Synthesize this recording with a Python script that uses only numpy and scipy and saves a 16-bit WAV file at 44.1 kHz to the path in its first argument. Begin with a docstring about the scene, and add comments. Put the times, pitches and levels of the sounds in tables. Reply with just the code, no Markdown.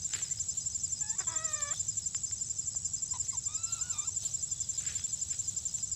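"""Under trees, one microphone by dry leaf litter. Throughout, a near cricket scrapes its wings in loud
pulses over slower neighbours, fast ground crickets and a far rumble. At the start a hen's foot drags
through the leaves and twigs snap. From 1 s a low-voiced hen croons, clucks and moans while a small bird
twitters farther off; from 3 s a high-voiced hen clucks and whines. Near 5 s the bird twitters again
and there is a brief close rustle, like a finger sliding by the microphone."""
import sys
import numpy as np
from scipy import signal
from scipy.fft import rfft, irfft, next_fast_len
from scipy.io import wavfile
from scipy.ndimage import map_coordinates

SR = 44100
rng = np.random.default_rng(int(sys.argv[2]) if len(sys.argv) > 2 else 0)


def bounce(signal):
    """Save signal as a 16-bit WAV file at the path given by the first command-line argument."""
    frames = np.transpose(np.atleast_2d(signal))
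    limited = np.clip(frames, -1, 1)
    pcm = np.round(limited * 32767).astype(np.int16)
    wavfile.write(sys.argv[1], SR, pcm)


N = 262395
T = np.arange(N) / SR
CUTOFF_HZ = 15700


def from_db(db):
    """Decibels to gain."""
    return 10 ** (np.asarray(db) / 20)


def rms_one(x):
    """Scale to rms 1."""
    return x / np.sqrt(np.mean(x ** 2) + 1e-20)


def in_time(rows):
    """Each column of a timed curve at every sample."""
    times, *columns = np.transpose(rows)
    return [np.interp(T, times, column) for column in columns]


def gain_at(spectrum, hz):
    """Gain of a spectrum at any frequency."""
    points_hz, level_db = np.transpose(spectrum)
    return from_db(np.interp(np.log(hz + 1), np.log(points_hz), level_db))


def coloured(x, spectrum):
    """Give a signal a spectrum that falls away beyond its ends; rms 1."""
    size = next_fast_len(len(x) + SR // 10, True)
    hz = np.arange(size // 2 + 1) * SR / size
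    skirts = np.minimum(1, hz / spectrum[0][0]) ** 2 / np.maximum(1, hz / spectrum[-1][0]) ** 6
    return rms_one(irfft(rfft(x, size) * gain_at(spectrum, hz) * skirts, size)[:len(x)])


def drift(per_s):
    """A smooth random curve that changes about per_s times a second; rms 1."""
    return rms_one(map_coordinates(rng.standard_normal(N // 8), [T * per_s + 2], order=3, mode="wrap"))


def phase_of(hz):
    """Phase of a moving pitch."""
    return 2 * np.pi * np.cumsum(hz) / SR


# Spectra of the distance. Each row: frequency in Hz, relative level in dB.
RUMBLE_SPECTRUM = [(20, -16), (28, -17), (45, -12.5), (68, -3.5), (92, 2), (120, -3), (150, -3.5),
                   (180, -10.5), (220, -16.5), (310, -23), (500, -30.5)]
AIR_SPECTRUM = [(250, -11), (500, 0.5), (1000, -3), (1800, -5.5), (2700, -4), (3800, 0), (5000, 4.5),
                (7000, -1), (10000, -39), (15000, -22)]
INSECT_SPECTRUM = [(4500, -17), (5500, 1), (6400, -3), (7000, 4.5), (7600, 1), (8000, -25), (8600, -7),
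                   (9500, -63), (11000, -65)]


def background(rumble_db=-53, air_db=-61, insects_db=-53):
    """Far rumble, open air and the blur of many distant insects."""
    layers = [(RUMBLE_SPECTRUM, rumble_db), (AIR_SPECTRUM, air_db), (INSECT_SPECTRUM, insects_db)]
    return sum(from_db(db) * coloured(rng.standard_normal(N), spectrum) for spectrum, db in layers)


# Crickets far from the microphone. Each row: pitch in Hz, level in dB.
RING_TONES = [(5690, -63.5), (6070, -60.5), (7726, -51)]


def far_rings(waver_hz=28, flutter_db=3):
    """Many distant trills merge into thin, wavering tones."""
    out = 0
    for hz, level_db in RING_TONES:
        gain = from_db(level_db + flutter_db * drift(40))
        out += gain * np.sin(phase_of(hz + waver_hz * drift(120)))
    return out


# Crickets on the ground, some way off. Each row: strokes per second, start and end pitch in Hz,
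# sounding share of each beat, level in dB.
GROUND_TRILLS = [(48.66, 7500, 6250, 0.3, -42.5), (54.86, 7830, 7300, 0.2, -38.5),
                 (74.6, 7300, 6400, 0.5, -46.5), (68.8, 7920, 7500, 0.6, -45.5)]


def ground_crickets(unsteady=0.04, swell_db=2.0, waver_hz=50, ramp_share=0.24, fading_db=7):
    """Fast trills of short wing strokes; each starts quickly, then slides down and fades."""
    out = 0
    for per_s, start_hz, end_hz, share, level_db in GROUND_TRILLS:
        strokes = np.cumsum(per_s * (1 + unsteady * drift(7))) / SR + rng.random()
        place = np.minimum(strokes % 1 / share, 1)  # 0 to 1 within a stroke
        ramps = np.minimum(np.minimum(place, 1 - place) / ramp_share, 1)
        envelope = ramps * from_db(fading_db * (0.5 - place))
        pitch = start_hz + (end_hz - start_hz) * place + waver_hz * drift(150)
        out += from_db(level_db + swell_db * drift(30)) * envelope * np.sin(phase_of(pitch))
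    return out


# A small bird at a distance. Each row: start and length of a run in seconds, first note's level in dB.
TWITTER_RUNS = [(1.235, 0.15, -53), (1.673, 0.1, -48.5), (4.524, .126, -56), (4.946, .098, -52.5)]


def twitter_notes(every_s=0.028, note_s=0.0232, start_hz=3623, end_hz=3250, growth_db=1.0):
    """Evenly spaced falling notes, all much alike, that grow louder through each run."""
    notes = []
    for start, length, first_db in TWITTER_RUNS:
        for k in range(int(np.ceil(length / every_s))):
            tune = 1 + 0.0206 * rng.standard_normal()
            level_db = first_db + k * growth_db - 0.5 * rng.standard_normal()
            notes.append((start + k * every_s, tune * start_hz, tune * end_hz, note_s, level_db))
    return notes


# Lone distant chirps. Each row: start in seconds, start and end pitch in Hz, length in seconds,
# level in dB.
BIRD_CHIRPS = [(.29, 1830, 2230, 0.057, -58.5), (2.442, 8570, 7830, 0.041, -50.5),
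               (3.298, 2060, 2140, 0.031, -55.5)]


def birds(waver_hz=45):
    """Twitters and chirps: short, nearly pure gliding notes."""
    out, waver = np.zeros(N), waver_hz * drift(600)
    for start, start_hz, end_hz, length, level_db in twitter_notes() + list(BIRD_CHIRPS):
        place = np.linspace(0, 1, int(length * SR))
        span = int(start * SR) + np.arange(len(place))
        pitch = start_hz + (end_hz - start_hz) * place + waver[span]
        out[span] += from_db(level_db) * np.sin(np.pi * place) * np.sin(phase_of(pitch))
    return out


def swell(peak_s, rise_s, fall_s):
    """A movement builds up to its peak and dies away."""
    return np.exp(-np.maximum((peak_s - T) / rise_s, (T - peak_s) / fall_s))


def dry_ticks(spectrum, per_s, spread_db):
    """Countless tiny ticks, as of dry leaves breaking, most faint and a few strong."""
    sizes = from_db(spread_db * np.minimum(rng.exponential(1, N), 4)) * rng.standard_normal(N)
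    return coloured(sizes * (rng.random(N) < per_s / SR), spectrum)


# Brief close rustles: first a foot in the leaves, then near 5 s a sound like a sliding finger.
# Each row: peak time in seconds, relative level in dB, rise and fall in seconds.
CLOSE_RUSTLES = [(.15, -46.5, 0.022, 0.068), (4.885, -49, 0.052, 0.074), (5.338, -54.5, .022, 0.0097)]
# Light steps. Each row: peak time in seconds, relative level in dB, fall in seconds.
LIGHT_STEPS = [(.16, -68, 0.13), (.56, -72.5, .06), (1.52, -66.5, 0.017), (1.615, -69.5, 0.033),
               (1.745, -69.5, .07), (1.995, -72, 0.015), (2.97, -77, 0.034), (3.25, -74.5, 0.082),
               (3.71, -67.5, 0.089), (3.93, -71, 0.071), (4.24, -63.5, 0.06), (4.79, -65, 0.026),
               (4.94, -69, 0.06), (5.79, -71, 0.029)]
# The flock's constant stirring. Each row: time in seconds, relative level in dB.
FLOCK_STIR = [(0, -76), (1.2, -79.5), (2.4, -79.5), (2.9, -84), (4.1, -79), (5.1, -74), (5.7, -74),
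              (5.95, -81.5)]
# The rustles' coarse crunch and the leaves' fine crackle. Each row: frequency in Hz, relative level in dB.
CRUNCH_SPECTRUM = [(200, -2), (450, -2.5), (1000, -10.5), (1500, 5.5), (2300, 6), (3300, 4), (4500, 2),
                   (7000, -23), (10000, -10), (15000, -33)]
CRACKLE_SPECTRUM = [(600, -6.5), (2000, -17.5), (3000, -3), (4000, 5.5), (6000, -7), (8500, 2),
                    (10500, -15), (13000, -13), (15500, -23)]


def rustling(crunch_db=2, crackle_db=17, step_rise_s=0.028):
    """Close rustles swell in coarse crunches; light steps lift the leaf litter's fine crackle."""
    rustles = sum(from_db(db) * swell(at, rise_s, fall_s) for at, db, rise_s, fall_s in CLOSE_RUSTLES)
    steps = [from_db(db) * swell(at, step_rise_s, fall_s) for at, db, fall_s in LIGHT_STEPS]
    stirring = np.linalg.norm(steps + [from_db(in_time(FLOCK_STIR)[0])], axis=0)  # powers add
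    crunch = dry_ticks(CRUNCH_SPECTRUM, per_s=3200, spread_db=3.3)
    crackle = dry_ticks(CRACKLE_SPECTRUM, per_s=12000, spread_db=2.2)
    return from_db(crunch_db) * rustles * crunch + from_db(crackle_db) * stirring * crackle


# Twig snaps and pecks close by. Each row: start in seconds, peak level in dB, band centre in Hz.
TWIG_SNAPS = [(0.1361, -23, 3030), (0.164, -31, 3600), (.191, -32, 2460), (0.2162, -36, 2160),
              (0.388, -45, 3600), (1.607, -30, 3970), (1.742, -38, 4930), (2.1478, -29.5, 2900),
              (2.3122, -35.5, 3115), (2.7491, -44.5, 1010), (3.2693, -42.5, 3664), (4.9953, -37, 3070),
              (5.514, -42, 6000), (5.7848, -38, 4160)]


def snaps(fracture_s=0.001, rattle_db=-28, rattle_s=0.011):
    """A brief dry crack with a faint rattle after it; thinner twigs crack brighter."""
    out, t = np.zeros(N), T[:SR // 20]
    envelope = np.exp(-t / fracture_s) + from_db(rattle_db) * np.exp(-t / rattle_s)
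    for start, peak_db, hz in TWIG_SNAPS:
        crack = rng.standard_normal(len(t)) * envelope
        highpass = signal.butter(2, hz / 2, "high", fs=SR, output="sos")
        lowpass = signal.butter(4, min(1.76 * hz, CUTOFF_HZ), fs=SR, output="sos")
        snap = signal.sosfilt(lowpass, signal.sosfilt(highpass, crack))
        at = int(start * SR)
        out[at:at + len(t)] += from_db(peak_db) * snap / np.abs(snap).max()
    return out


def hen_voice(call, throat, jitter, doubling, rasp_db, shimmer_db, tight_db=0,
              tight_hz=1057, tight_width_hz=150, fade_s=0.0056):
    """Harmonics of the syrinx through the throat; when hoarse it shakes, rasps and doubles its period."""
    gate = np.clip(np.minimum(T - call[0][0], call[-1][0] - T) / fade_s, 0, 1)
    live = gate > 0
    pitch, level_db, hoarse = [curve[live] for curve in in_time(call)]
    shake = drift(420) + 0.5 * drift(130)
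    pitch = pitch * (1 + (0.0055 + jitter * hoarse) * shake[live])
    phase = phase_of(pitch)
    multiples = np.arange(1, 17)[:, None] / 2  # harmonics and the half steps of a doubled period
    partial_hz = multiples * pitch
    # a tight throat gathers the sound in one resonance; a negative tight_db thins that band
    squeeze = from_db(tight_db * hoarse / (1 + ((partial_hz - tight_hz) / tight_width_hz) ** 2))
    gains = gain_at(throat, partial_hz) * squeeze * np.where(multiples % 1, doubling * hoarse, 1)
    partials = np.sin(multiples * phase + rng.uniform(0, 2 * np.pi, multiples.shape))
    voice = (gains * partials).sum(axis=0) / np.sqrt((gains ** 2).sum(axis=0) / 2)
    breath = coloured(rng.standard_normal(len(pitch)), throat)
    rasp = from_db(rasp_db) * (hoarse + 0.071) * breath * (1 + np.sin(phase) / 2)
    out = np.zeros(N)
    out[live] = (voice + rasp) * from_db(level_db + shimmer_db * drift(220)[live])
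    return out * gate


def cluck(start, length, start_hz, end_hz, level_db, hoarse, edge_db=-5.5):
    """The curve of a very short call that swells and fades while it drops in pitch."""
    return [(start, start_hz, level_db + edge_db, hoarse),
            (start + length / 2, (start_hz + end_hz) / 2, level_db, hoarse),
            (start + length, end_hz, level_db + edge_db, hoarse)]


# Throats of the two hens. Each row: frequency in Hz, relative gain in dB.
LOW_THROAT = [(330, -4), (480, -9), (600, -4), (900, -2), (1200, 1), (1850, 0), (2450, -7), (2750, -15),
              (3150, -22), (3650, -6), (3900, -12), (4250, -22), (6000, -40)]
HIGH_THROAT = [(400, -24), (950, 5.5), (1400, -8), (2000, -19), (2400, -7.5), (3100, -19.5), (3600, 0.5),
               (4100, -10), (4400, -18), (5500, -31)]
# Long calls. Each row: time in seconds, pitch in Hz, level in dB, hoarseness (0 clear, about 1 rough).
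CROON_CURVE = [(1.006, 868, -60, 0.7), (1.034, 843, -55, 0), (1.15, 892, -55, 0.07),
               (1.165, 1124, -66, 0.2), (1.19, 1170, -55, 0)]
MOAN_CURVE = [(1.267, 669, -49, 0.86), (1.325, 654.7, -48, 0.86), (1.385, 629, -47.5, 0.13),
              (1.452, 648.5, -46, 0.099), (1.49, 618.5, -47, .09), (1.55, 609, -47, 0.045),
              (1.61, 587, -46, .05), (1.70, 574, -45, 0.089), (1.728, 640, -47.5, 0.27),
              (1.744, 880, -50, .4)]
WHINE_CURVE = [(3.478, 1183, -55.5, 0.45), (3.62, 1335, -55.5, 0.064), (3.755, 1368, -51.5, 0.091),
               (3.795, 1311, -52.5, 0.5), (3.83, 1420, -56, 0.54), (3.91, 1443, -54.5, 0.27),
               (3.945, 1210, -51, 0.48), (4.035, 1184, -51, .4), (4.058, 1370, -55, .3),
               (4.08, 1260, -56, 0.26)]
# Clucks. Each row: start and length in seconds, start and end pitch in Hz, level in dB, hoarseness.
LOW_HEN_CLUCKS = [(1.187, .042, 751, 722, -46, 1.1), (1.228, 0.019, 700, 650, -54, 0.7)]
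HIGH_HEN_CLUCKS = [(3.131, .045, 1080, 950, -45, .5), (3.325, 0.043, 1139, 872, -49, 0.2),
                   (4.08, 0.02, 1040, 906, -57, 0.48)]


def hens():
    """Near the microphone a low-voiced hen croons, clucks and moans; a high one clucks and whines."""
    out = np.zeros(N)
    for call in (CROON_CURVE, MOAN_CURVE):
        out += hen_voice(call, LOW_THROAT, jitter=0.027, doubling=1.0, rasp_db=-9.5, shimmer_db=1.0,
                         tight_db=14)
    for row in LOW_HEN_CLUCKS:
        out += hen_voice(cluck(*row), LOW_THROAT, jitter=0.03, doubling=0.95, rasp_db=-11, shimmer_db=2.7)
    out += hen_voice(WHINE_CURVE, HIGH_THROAT, jitter=0.03, doubling=0.097, rasp_db=-4, shimmer_db=0.5)
    for row in HIGH_HEN_CLUCKS:
        out += hen_voice(cluck(*row), HIGH_THROAT, jitter=0.037, doubling=0.11, rasp_db=-3,
                         shimmer_db=1.8, tight_db=-7)
    return out


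def cricket(beat, stroke, lag_s, octave_db, waver_hz=18, flutter_db=0.3):
    """Each wing stroke draws the file over the scraper: a tone that arches with the stroke's speed."""
    first_s, per_s = beat
    top_hz, sag_hz, fall_hz, length, rise_share, fade_share = stroke
    from_middle_s = (((T - lag_s - first_s) * per_s + 0.5) % 1 - 0.5) / per_s
    place = np.clip(2 * from_middle_s / length, -1, 1)  # -1 to 1 within a stroke
    envelope = np.clip(np.minimum((1 + place) / (2 * rise_share), (1 - place) / (2 * fade_share)), 0, 1)
    waver = waver_hz * (drift(400) + 0.268 * drift(10))
    phase = phase_of(top_hz - sag_hz * place ** 2 - fall_hz * place / 2 + waver)
    tone = np.sin(phase) + from_db(octave_db) * np.sin(2 * phase)
    return envelope * from_db(flutter_db * drift(250)) * tone


# The two crickets closest to the microphone. Each row: time in seconds, lag behind an even beat in
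# seconds, level in dB.
NEAREST_CRICKET = [(0, -0.00025, -29.5), (.4, 0.0012, -29), (1.45, -.002, -27), (1.9, -0.0024, -28),
                   (2.5, -0.00062, -30), (3.1, -0.002, -28.5), (4.0, -0.0016, -28.5), (4.4, 0.0016, -28.5),
                   (5.95, .0016, -29)]
SECOND_CRICKET = [(0, 0.0037, -39.5), (1.5, -.004, -39.5), (2.2, .002, -41), (3.1, 0.009, -42),
                  (3.75, -0.0016, -41.5), (4.8, -0.0018, -41.5), (5.95, -0.0064, -42.5)]
# The four farther off. Each entry: level in dB.
FAR_LEVELS_DB = [-46.5, -48, -61.5, -54]
# Beats of all six, nearest first. Each row: middle of the first stroke in seconds, strokes per second.
WING_BEATS = [(.0566, 11.418), (.0275, 10.241), (.033, 8.474), (.1203, 7.318), (.0171, 9.3), (.0651, 9.431)]
# Their strokes. Each row: mid-stroke pitch, sag at the ends and fall across it in Hz, length in seconds,
# shares of that length spent rising and fading.
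WING_STROKES = [(7345, 200, 0, .0236, .1, .12), (6205, 200, -30, .026, .12, .24),
                (5068, 230, 230, .04, .15, .33), (5285, 130, 130, .034, .2, .35),
                (5640, 50, 30, .032, .3, .3), (5750, 50, 30, .03, .3, .3)]
# Their overtones an octave up. Each entry: level against the main tone in dB.
OVERTONES_DB = [-60, -44, -55, -34, -13.5, -25]


def crickets(wander_s=0.002, wander_db=1.4):
    """Two close singers, and four farther off whose beat and level wander a little; (near, far)."""
    near = [in_time(NEAREST_CRICKET), in_time(SECOND_CRICKET)]
    far = [(wander_s * drift(1.9), level_db + wander_db * drift(2.97)) for level_db in FAR_LEVELS_DB]
    singers = zip(WING_BEATS, WING_STROKES, OVERTONES_DB, near + far)
    songs = [from_db(level_db) * cricket(beat, stroke, lag_s, octave_db)
             for beat, stroke, octave_db, (lag_s, level_db) in singers]
    return sum(songs[:2]), sum(songs[2:])


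def with_ground_bounce(x, delay_s=0.0045, bounce_db=-15):
    """A bounce off the ground meets the direct sound at the microphone and beats against each glide."""
    return x + from_db(bounce_db) * np.interp(T - delay_s, T, x, left=0)


def tree_echoes(x, t60_s=0.37):
    """Trunks and branches scatter a short, thin tail of echoes."""
    t = T[:SR // 2]
    reflections = rng.standard_normal(len(t)) * (rng.random(len(t)) < 0.05) * (t > 0.003)
    tail = reflections * np.exp(-np.log(1000) * t / t60_s)
    return signal.fftconvolve(x, tail / np.sqrt(np.sum(tail ** 2)))[:N]


def scene(near_wet_db=-20, far_wet_db=-12, yard_wet_db=-21, bird_wet_db=-9):
    """Distant singers reach the microphone with more echo than those close by."""
    near, far = crickets()
    far = far + ground_crickets() + far_rings()
    birdsong = birds()
    yard = hens() + rustling() + snaps()
    echoes = tree_echoes(from_db(near_wet_db) * near + from_db(far_wet_db) * far
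                         + from_db(yard_wet_db) * yard + from_db(bird_wet_db) * birdsong)
    return (with_ground_bounce(near) + far + birdsong + yard + echoes + background())[None]


def record(dry):
    """One microphone channel, its highest treble cut steeply."""
    return signal.sosfilt(signal.ellip(10, 0.1, 80, CUTOFF_HZ, fs=SR, output="sos"), dry)


dry = scene()
out = record(dry)
bounce(out)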